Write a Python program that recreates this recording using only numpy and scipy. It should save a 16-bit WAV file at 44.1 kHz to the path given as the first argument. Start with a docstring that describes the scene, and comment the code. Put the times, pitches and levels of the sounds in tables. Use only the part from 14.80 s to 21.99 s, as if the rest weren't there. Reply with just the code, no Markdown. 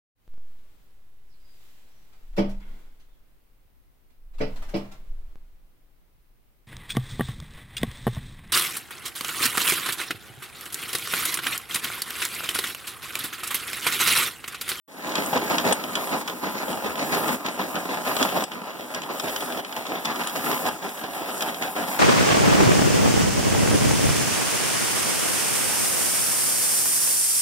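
"""Dog on a workshop treadmill.

A dog trots on a free-running belt that rattles over its wooden bed and hisses. Each paw drives the
rattle harder and scuffs; hard landings knock on the bed. Claws and harness hardware clack, steel rings
ping. The sound swells and drops abruptly about once a second. A close camera with a widened stereo
image draws back: the bass thins and the bed's boxy note comes forward."""
import sys
import numpy as np
from scipy import signal
from scipy.fft import rfft, irfft, next_fast_len
from scipy.io import wavfile
from scipy.ndimage import uniform_filter1d, map_coordinates

SR = 44100
rng = np.random.default_rng(int(sys.argv[2]) if len(sys.argv) > 2 else 0)


def pcm_store(signal):
    """Save signal as 16-bit PCM."""
    levels = np.round(np.clip(np.atleast_2d(signal), -1, 1) * 32767)
    wavfile.write(sys.argv[1], SR, levels.astype(np.int16).T)


N = 317079
TIME_S = np.arange(N) / SR


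def amp(db):
    """Decibels to gain."""
    return 10 ** (np.asarray(db) / 20)


def unit_rms(x):
    """x scaled to rms 1."""
    return x / np.sqrt(np.mean(x ** 2) + 1e-20)


def at_hz(rows, hz):
    """(Hz, value) rows interpolated on a log frequency axis."""
    row_hz, values = np.transpose(rows)
    return np.interp(np.log(hz + 1), np.log(row_hz + 1), values)


def curve(rows):
    """(s, value) rows as one value per sample."""
    return np.interp(TIME_S, *np.transpose(rows))


def peak(hz, centre_hz, width_hz):
    """Resonance curve of height 1."""
    return 1 / (1 + (2 * (hz - centre_hz) / width_hz) ** 2)


def wobble(knots_per_s):
    """Smooth random curve."""
    return map_coordinates(rng.standard_normal(400), [TIME_S * knots_per_s], mode="mirror")


def filtered(x, response):
    """x through a frequency response."""
    size = x.shape[-1]
    padded = next_fast_len(size + 4096)
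    hz = np.fft.rfftfreq(padded, 1 / SR)
    return irfft(rfft(x, padded) * response(hz), padded)[..., :size]


def patchy(x, depth_db, bands):
    """x under slow random patches of gain over time and frequency, at rms 1."""
    spectra = signal.stft(x, nperseg=512)[2]
    patches = uniform_filter1d(rng.standard_normal(spectra.shape[1:]), size=bands, axis=0)
    patches = unit_rms(uniform_filter1d(patches, size=12, axis=1))
    return unit_rms(signal.istft(spectra * amp(depth_db * patches))[1][:, :N])


# Likeness of the two microphones. Each row: frequency in Hz, coherence.
COHERENCE = [(30, 0.34), (70, 0.16), (150, 0.58), (500, 0.7), (800, 0.64), (1150, -0.33), (1600, -0.16),
             (5000, 0.068), (9000, -0.043)]

def noise(colour_db, size):
    """Coloured stereo noise of rms 1, most alike in the low mids."""
    def mid_side_gains(hz):
        angle = np.arccos(np.clip(at_hz(COHERENCE, hz), -1, 1)) / 2
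        return amp(colour_db(hz)) * [np.cos(angle), np.sin(angle)]
    mid, side = filtered(rng.standard_normal((2, size)), mid_side_gains)
    return unit_rms(np.array([mid + side, mid - side]))


def tail(t60_rows, size):
    """Stereo impulse response of energy 1; each frequency dies at its own speed."""
    hz, t, spectra = signal.stft(noise(np.zeros_like, size), SR, nperseg=256)
    t60_s = at_hz(t60_rows, hz)[:, None]
    ring = signal.istft(spectra * amp(-60 * t / t60_s) / np.sqrt(t60_s), SR)[1]
    return unit_rms(ring) / np.sqrt(ring.shape[1])


def burst(colour_db, t60_s, attack_s, size):
    """Stereo noise with the energy of its envelope: quick rise, exponential decay."""
    t = np.arange(size) / SR
    envelope = amp(-60 * t / t60_s) * (1 - np.exp(-t / attack_s))
    return unit_rms(envelope * noise(colour_db, size)) * np.sqrt(np.mean(envelope ** 2))


def add_at(out, start_s, sound):
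    """Mix sound into out, cut at the end."""
    span = out[:, round(start_s * SR):][:, :sound.shape[1]]
    span += sound[:, :span.shape[1]]


# Swells. Each row: start in s, first gain in dB, last gain in dB, bend (below 1 moves early, above 1
# late), length of the closing drop in s.
SWELLS = [(0.078, -36.5, -39, 0.79, 0.0094), (0.94, -44, -39.5, 0.7, 0.023),
          (1.44, -47.5, -35.5, 0.93, 0.045), (2.595, -46.5, -37, 0.6, 0.013),
          (3.657, -49, -38.5, 0.74, 0.017), (4.819, -48, -38, 0.39, 0.016), (5.903, -46.5, -36, 4.1, 0.013),
          (6.64, -41.5, -44.5, 0.92, 0.02)]

def swell_db(fade_db=24, fade_s=0.11):
    """Gain that fades in, then repeatedly climbs and drops; the last stretch sinks."""
    start_s, first_db, last_db, bend, drop_s = np.transpose(SWELLS)
    end_s = np.append(start_s[1:], N / SR)
    drop_db = np.append(last_db[:-1] - first_db[1:], 0)
    row = np.maximum(np.searchsorted(start_s, TIME_S) - 1, 0)
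    progress = np.clip((TIME_S - start_s[row]) / (end_s - start_s)[row], 0, 1)
    dropping = np.clip(1 - (end_s[row] - TIME_S) / drop_s[row], 0, 1)
    db = first_db[row] + (last_db - first_db)[row] * progress ** bend[row] - drop_db[row] * dropping
    db -= fade_db * np.exp(-(TIME_S - start_s[0]) / fade_s)
    return np.where(TIME_S < start_s[0], -120, db)


# Paw landings, about 6.5 a second. Each row: time in s, relative weight in dB, hold in s.
PAWS = [(0.27, 0, 0.063), (0.36, 12, 0.023), (0.544, 13, 0.01), (0.707, 12, 0.033), (0.854, 15, 0.056),
        (1.007, 5, 0.033), (1.166, 9.5, 0.023), (1.326, 13, 0.013), (1.488, 13, 0.0053), (1.636, 15, 0.043),
        (1.75, 7, 0.085), (1.904, 9, 0.028), (2.043, 9.5, 0.026), (2.185, 8, 0.052), (2.33, 13.5, 0.021),
        (2.48, 9.5, 0.018), (2.658, 15.5, 0.015), (2.794, 15, 0.019), (2.951, 11.5, 0.008),
        (3.106, 8.5, 0.032), (3.261, 12, 0.048), (3.4, 13.5, 0.056), (3.563, 13, 0.0077),
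        (3.72, 10.5, 0.047), (3.866, 8.5, 0.038), (4.003, 5, 0.01), (4.154, 12, 0.012),
        (4.306, 11.5, 0.015), (4.435, 11, 0.055), (4.613, 8, 0.0061), (4.775, 2, 0.094), (4.971, 13, 0.017),
        (5.095, 9, 0.083), (5.263, 12, 0.051), (5.401, 12.5, 0.015), (5.562, 11, 0.011), (5.653, 12, 0.092),
        (5.866, 13.5, 0.062), (6.029, 15.5, 0.046), (6.175, 12.5, 0.092), (6.313, 13, 0.13),
        (6.487, 13.5, 0.014), (6.647, 13, 0.054), (6.821, 14, 0.03), (6.966, 16.5, 0.067),
        (7.085, 16.5, 0.068)]

def paw_load(rise_s=0.0125, ease_s=0.047):
    """Power of the paws on the belt: the weight comes on, holds, eases off."""
    load = np.zeros(N)
    for land_s, db, hold_s in PAWS:
        near = slice(max(int((land_s - 0.1) * SR), 0), int((land_s + 0.5) * SR))
        age_s = TIME_S[near] - land_s
        falloff = np.where(age_s < 0, (age_s / rise_s) ** 2, np.maximum(age_s - hold_s, 0) / ease_s)
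        load[near] += (amp(db) * np.exp(-falloff)) ** 2
    return load


# Ring of the bed. Each row: frequency in Hz, T60 in s.
BED_T60 = [(80, 0.57), (250, 0.11), (800, 0.09), (2500, 0.051), (10000, 0.11)]

def rattle(colour_db, taps_per_s, spread_db, spots):
    """Uneven taps on spots of the bed, each with its own ring; rms 1."""
    jitter, strength = rng.standard_normal((8000, 2)).T
    onsets = ((np.arange(len(jitter)) + 0.3 * jitter) * SR / taps_per_s).astype(int)
    struck_spot = rng.integers(spots, size=len(onsets))
    out = np.zeros((2, N))
    for spot in range(spots):
        here = (struck_spot == spot) & (onsets >= 0) & (onsets < N)
        taps = np.bincount(onsets[here], amp(spread_db * strength[here]), N)
        out += signal.oaconvolve(taps[None], tail(BED_T60, size=6000), axes=1)[:, :N]
    return unit_rms(filtered(out, lambda hz: amp(colour_db(hz))))


# Body of the bed. 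Each row: frequency in Hz, relative level in dB.
BED_SPECTRUM = [(25, -45), (48, -46), (72, -11), (115, -17), (170, 0), (260, 0.8), (450, -2.5), (780, 0.4),
                (1200, -4), (1800, -5), (2600, -8.5), (5000, -17), (9000, -32), (16000, -58)]
# Its resonances. Each row: centre in Hz, width in Hz, boost in dB.
BED_MODES = [(178, 25, 1), (247, 17.5, 3.5), (310, 26, 4), (408, 17, 7.5), (538, 50, 6), (628, 47, 4.5),
             (742, 23, 2.5), (858, 15, 5), (1015, 61, 5.5), (1235, 120, 5), (1632, 23, 5.5), (1956, 20, 2),
             (2330, 14, 6)]

def wood_db(hz):
    """Colour of the wooden bed: a broad body plus resonances."""
    modes_db = sum(db * peak(hz, centre_hz, width_hz) for centre_hz, width_hz, db in BED_MODES)
    return at_hz(BED_SPECTRUM, hz) + modes_db


def belt_rattle(load, roll_db=7.0, paw_db=0.06):
    """The belt rattles on the bed all the time, harder under a paw."""
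    drive = np.sqrt(amp(roll_db) ** 2 + load * amp(paw_db) ** 2)
    taps = rattle(wood_db, taps_per_s=200, spread_db=2.5, spots=12)
    return drive * patchy(taps, depth_db=1.65, bands=4)


# Scuff colour. Each row: frequency in Hz, relative level in dB.
SCUFF_SPECTRUM = [(300, -48), (1200, 6.5), (2200, 16.5), (3200, 1.5), (4200, 10.5), (5500, 1.5), (7000, 7),
                  (9000, -57), (16000, -17)]
# Scuff strength. Each row: time in s, gain in dB.
SCUFF_GAIN = [(0.5, 0), (2.3, -2), (4.2, -8), (5.5, -4), (6.5, -13)]

def scuff(load, glide_db=-1.5, paw_db=-6.0, waver_db=2.0):
    """Grainy rubbing that grows as each paw scuffs along the belt."""
    drive = np.sqrt(amp(glide_db) ** 2 + load * amp(paw_db) ** 2)
    gain = amp(curve(SCUFF_GAIN) + waver_db * wobble(knots_per_s=21))
    grains = rattle(lambda hz: at_hz(SCUFF_SPECTRUM, hz), taps_per_s=170, spread_db=4.5, spots=10)
    return drive * gain * grains


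# Hiss colour. Each row: frequency in Hz, relative level in dB.
HISS_SPECTRUM = [(200, -45), (3000, -8.5), (6000, -0.5), (9500, 3.5), (12500, 5), (15800, 3)]
# Hiss strength. Each row: time in s, gain in dB.
HISS_GAIN = [(0.2, -0.5), (0.55, 2), (0.9, -0.5), (1.4, 1.7), (1.9, -0.1), (2.5, 0.2), (2.75, 1.5),
             (3.6, 0), (3.8, -3), (4.3, -2), (4.36, 2.5), (4.6, 0.6), (4.78, -1), (5.0, -0.5), (5.13, -2.5),
             (5.3, -1), (5.48, 3), (5.77, 5), (5.9, 1.5), (6.17, 5), (6.3, -0.5), (6.58, 3), (6.72, -1.8),
             (7.0, 5)]

def belt_hiss(load, gain_db=2.18, paw_db=-17, waver_db=1.0, flutter_db=0.9):
    """The running belt hisses unevenly, harder under a paw."""
    drive = np.sqrt(1 + load * amp(paw_db) ** 2)
    flicker_db = waver_db * wobble(knots_per_s=9) + flutter_db * wobble(knots_per_s=45)
    hiss = patchy(noise(lambda hz: at_hz(HISS_SPECTRUM, hz), N), depth_db=1.84, bands=60)
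    return drive * amp(gain_db + curve(HISS_GAIN) + flicker_db) * hiss


def treadmill():
    """Rattle, scuff and hiss under the same paws and swell, slightly to the right."""
    load = paw_load()
    belt = belt_rattle(load) + scuff(load) + belt_hiss(load)
    return belt * amp(swell_db()) * amp([[-0.3], [0.3]])


def claw_ticks(early_s=0.0125, window_s=0.088, over_swell_db=1, spread_db=1.5):
    """One faint claw contact at a random moment of each step, as (s, dB) rows."""
    steps_s = np.transpose(PAWS)[0]
    ticks_s = steps_s - early_s + window_s * rng.random(len(steps_s))
    ticks_db = np.interp(ticks_s, TIME_S, swell_db()) + rng.normal(over_swell_db, spread_db, len(ticks_s))
    return [(start_s, db) for start_s, db in zip(ticks_s, ticks_db) if 0 < start_s < N / SR]


# Buckle modes. Each row: frequency in Hz, relative level in dB.
BUCKLE_MODES = [(3250, 3.5), (4980, -15)]

def buckle_db(hz, pitch_spread=0.03, width_hz=600):
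    """Colour of a struck buckle; its modes shift from blow to blow."""
    modes = sum(amp(db) * peak(hz, centre_hz * rng.normal(1, pitch_spread), width_hz)
                for centre_hz, db in BUCKLE_MODES)
    return 20 * np.log10(modes)


# Harness and claw contacts. Each row: start in s, relative level in dB.
CLACKS = [(0.270, -33), (0.319, -32), (0.354, -20.5), (0.380, -28), (0.575, -25.5), (0.706, -30),
          (0.782, -18.5), (0.8, -29), (0.9238, -20), (1.038, -28.5), (1.1535, -20), (1.272, -33),
          (1.292, -36), (1.476, -28.5), (1.4797, -28.5), (1.497, -30), (1.667, -34), (1.912, -35),
          (1.928, -32), (2.063, -33), (2.155, -32.5), (2.479, -30), (2.657, -38), (2.662, -24),
          (2.814, -34), (2.954, -28), (3.143, -33), (3.275, -30), (3.3654, -24), (3.388, -31), (3.416, -26),
          (3.426, -16), (3.434, -29), (3.489, -29), (3.571, -30), (3.607, -31), (3.638, -29),
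          (3.717, -31.5), (4.007, -37), (4.139, -35), (4.147, -27.5), (4.218, -31), (4.234, -33),
          (4.3973, -23.5), (4.495, -32), (4.5606, -23.5), (4.606, -31.5), (4.722, -29.5), (4.773, -31),
          (4.797, -32.5), (4.847, -31.5), (4.9245, -32), (4.964, -28), (5.066, -30.5), (5.155, -34),
          (5.249, -27), (5.2537, -21.5), (5.358, -31), (5.411, -36), (5.433, -37), (5.4714, -27.5),
          (5.483, -36), (5.495, -31), (5.7138, -25), (5.776, -34), (5.863, -27), (5.887, -29),
          (6.09, -34.5), (6.174, -40), (6.2366, -34), (6.333, -36), (6.503, -44), (6.607, -25.5),
          (6.622, -22.5), (6.685, -33), (6.744, -29.5), (6.8226, -25), (6.832, -29), (6.971, -37)]
# Crack colour. Each row: frequency in Hz, relative level in dB.
CRACK_SPECTRUM = [(100, -43), (500, -50), (1100, 15.5), (1650, 9.5), (2500, 11), (3200, 5), (4200, 6.5),
                  (5200, 6.5), (7000, 4), (10000, -7.5), (16000, -10)]
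# Recolouring of light contacts. Each row: frequency in Hz, change in dB per dB below hard_db.
DULLING = [(3400, 2.5), (7000, 1.87)]

def clacks(crack_db=7.0, clink_db=-2.0, hard_db=-24):
    """Each contact is a short crack, duller when light, and a rough clink of the buckle."""
    out = np.zeros((2, N))
    for start_s, db in CLACKS + claw_ticks():
        colour_db = lambda hz: at_hz(CRACK_SPECTRUM, hz) + max(hard_db - db, 0) * at_hz(DULLING, hz)
        crack = amp(crack_db) * burst(colour_db, t60_s=0.021, attack_s=0.0008, size=4000)
        clink = amp(clink_db) * burst(buckle_db, t60_s=0.044, attack_s=0.00094, size=4000)
        add_at(out, start_s, amp(db) * (crack + clink))
    return out


# Harness rings. Each row: start in s, relative level in dB, pitch in Hz, width in Hz.
PINGS = [(0.3545, -16, 4400, 700), (0.4607, -17, 7840, 2000), (0.924, -7.5, 1640, 500),
         (0.9245, -14, 6540, 800), (0.928, -5.5, 8700, 750), (1.1535, -23, 9550, 4000),
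         (1.154, -13, 3200, 500), (2.48, -19, 7700, 1500), (3.143, -30, 7800, 3000),
         (3.366, -21, 8200, 700), (3.3665, -18, 4200, 600), (3.639, -16, 8100, 1000),
         (3.6395, -19, 4900, 800), (4.146, -19, 7260, 4500), (4.1465, -20, 5340, 700),
         (4.219, -25, 7000, 900), (4.3956, -26, 7800, 1500), (4.438, -26, 7450, 1200),
         (5.2545, -27, 8500, 6000), (5.4727, -19, 9300, 2000), (5.473, -20, 6900, 1200),
         (6.607, -37, 8200, 2500), (6.622, -22, 8440, 1200), (6.823, -11, 2190, 500)]

def pings():
    """Steel snaps against steel and rings very briefly, each time at its own pitch."""
    out = np.zeros((2, N))
    for start_s, db, pitch_hz, width_hz in PINGS:
        colour_db = lambda hz: 20 * np.log10(peak(hz, pitch_hz, width_hz))
        add_at(out, start_s, amp(db) * burst(colour_db, t60_s=0.012, attack_s=0.00099, size=3000))
    return out * amp([[3], [-7]])  # the harness is to the left


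# Knocks of the belt on the bed. Each row: start in s, relative level in dB, the spot's note in Hz.
KNOCKS = [(0.381, -24.5, 905), (0.529, -18.5, 810), (0.557, -19, 480), (0.564, -19.5, 700),
          (0.57, -22, 950), (0.708, -19, 890), (0.864, -18, 513), (1.169, -24, 950), (1.323, -26, 750),
          (1.345, -20.5, 750), (1.479, -39, 900), (1.830, -24, 800), (1.901, -26.5, 260),
          (1.972, -25.5, 750), (2.021, -29, 905), (2.044, -25, 700), (2.059, -22, 420), (2.324, -25, 1040),
          (2.357, -23, 620), (2.437, -22.5, 1400), (2.497, -26, 900), (2.794, -22.5, 640),
          (2.961, -21, 825), (3.053, -24.5, 710), (3.089, -24, 870), (3.170, -24, 540), (3.276, -20.5, 650),
          (3.367, -20.5, 1220), (3.418, -22, 696), (3.563, -17, 1100), (3.573, -20.5, 700),
          (3.620, -21.5, 1000), (3.871, -30, 710), (3.996, -27.5, 710), (4.161, -28, 900),
          (4.456, -28.5, 690), (4.560, -26.5, 1000), (4.622, -23, 740), (4.790, -25, 700),
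          (4.966, -26.5, 950), (5.118, -20.5, 730), (5.314, -24, 1140), (5.409, -22, 750),
          (5.555, -26.5, 413), (5.662, -24, 1140), (5.853, -24.5, 770), (5.881, -24, 920),
          (6.239, -24, 970), (6.877, -26, 734), (6.967, -25, 780), (7.015, -24, 730), (7.142, -30, 760)]
# A slap's tilt on the bed's colour. Each row: frequency in Hz, gain in dB.
SLAP_TILT = [(90, -12), (260, -3.5), (700, -3)]

def knocks(gain_db=0.5, note_db=6, width_hz=210):
    """A hard landing slaps the belt down and that spot of the bed rings briefly."""
    out = np.zeros((2, N))
    for start_s, db, note_hz in KNOCKS:
        colour_db = lambda hz: wood_db(hz) + at_hz(SLAP_TILT, hz) + note_db * peak(hz, note_hz, width_hz)
        knock = burst(colour_db, t60_s=0.058, attack_s=0.0008, size=8000)
        add_at(out, start_s, amp(db + gain_db) * knock)
    return out


# Workshop decay. Each row: frequency in Hz, T60 in s.
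ROOM_T60 = [(100, 0.45), (1000, 0.053), (4000, 0.18), (12000, 0.073)]

def workshop(hits):
    """The room's short reverberation, longest in the bass."""
    return signal.oaconvolve(hits, tail(ROOM_T60, size=16000), axes=1)[:, :N]


# Bass and the bed's boxy note over time. Each row: time in s, gain in dB.
BASS_GAIN = [(0, 3), (2.6, 2), (4.2, -0.7), (7.2, -1.5)]
BOXY_GAIN = [(0, -3), (3, 1), (4.5, 3), (7.2, 5)]

def draw_back(sound, bass_edge_hz=1230):
    """Growing distance thins the bass and brings out the bed's boxy note."""
    bass = filtered(sound, lambda hz: 1 / (1 + (hz / bass_edge_hz) ** 4))
    boxy = filtered(sound, lambda hz: peak(hz, centre_hz=750, width_hz=75))
    return sound + (amp(curve(BASS_GAIN)) - 1) * bass + (amp(curve(BOXY_GAIN)) - 1) * boxy


def scene(room_db=-8):
    """Treadmill and hits from a growing distance; only the hits reverberate."""
    hits = clacks() + pings() + knocks()
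    reverb = amp(room_db) * workshop(hits)
    return draw_back(treadmill() + hits + reverb)


# Stereo widening. Each row: frequency in Hz, ratio of crossed to direct signal.
CROSSFEED = [(600, 0), (1100, .8), (2000, .92), (4400, .86), (5400, .83), (6500, .56), (8300, .25),
             (9500, 0)]

def record(dry, low_cut_hz=58, cross_delay_s=0.000462, top_hz=15850):
    """The camera limits the band and subtracts a delayed copy of each channel from the other."""
    mics = signal.sosfilt(signal.butter(4, low_cut_hz, "highpass", fs=SR, output="sos"), dry)
    ratio = lambda hz: at_hz(CROSSFEED, hz)
    delay = lambda hz: np.exp(-2j * np.pi * hz * cross_delay_s)
    direct = filtered(mics, lambda hz: 1 / np.hypot(1, ratio(hz)))
    crossed = filtered(mics[::-1], lambda hz: ratio(hz) / np.hypot(1, ratio(hz)) * delay(hz))
    return filtered(direct - crossed, lambda hz: hz < top_hz)


dry = scene()
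out = record(dry)
pcm_store(out)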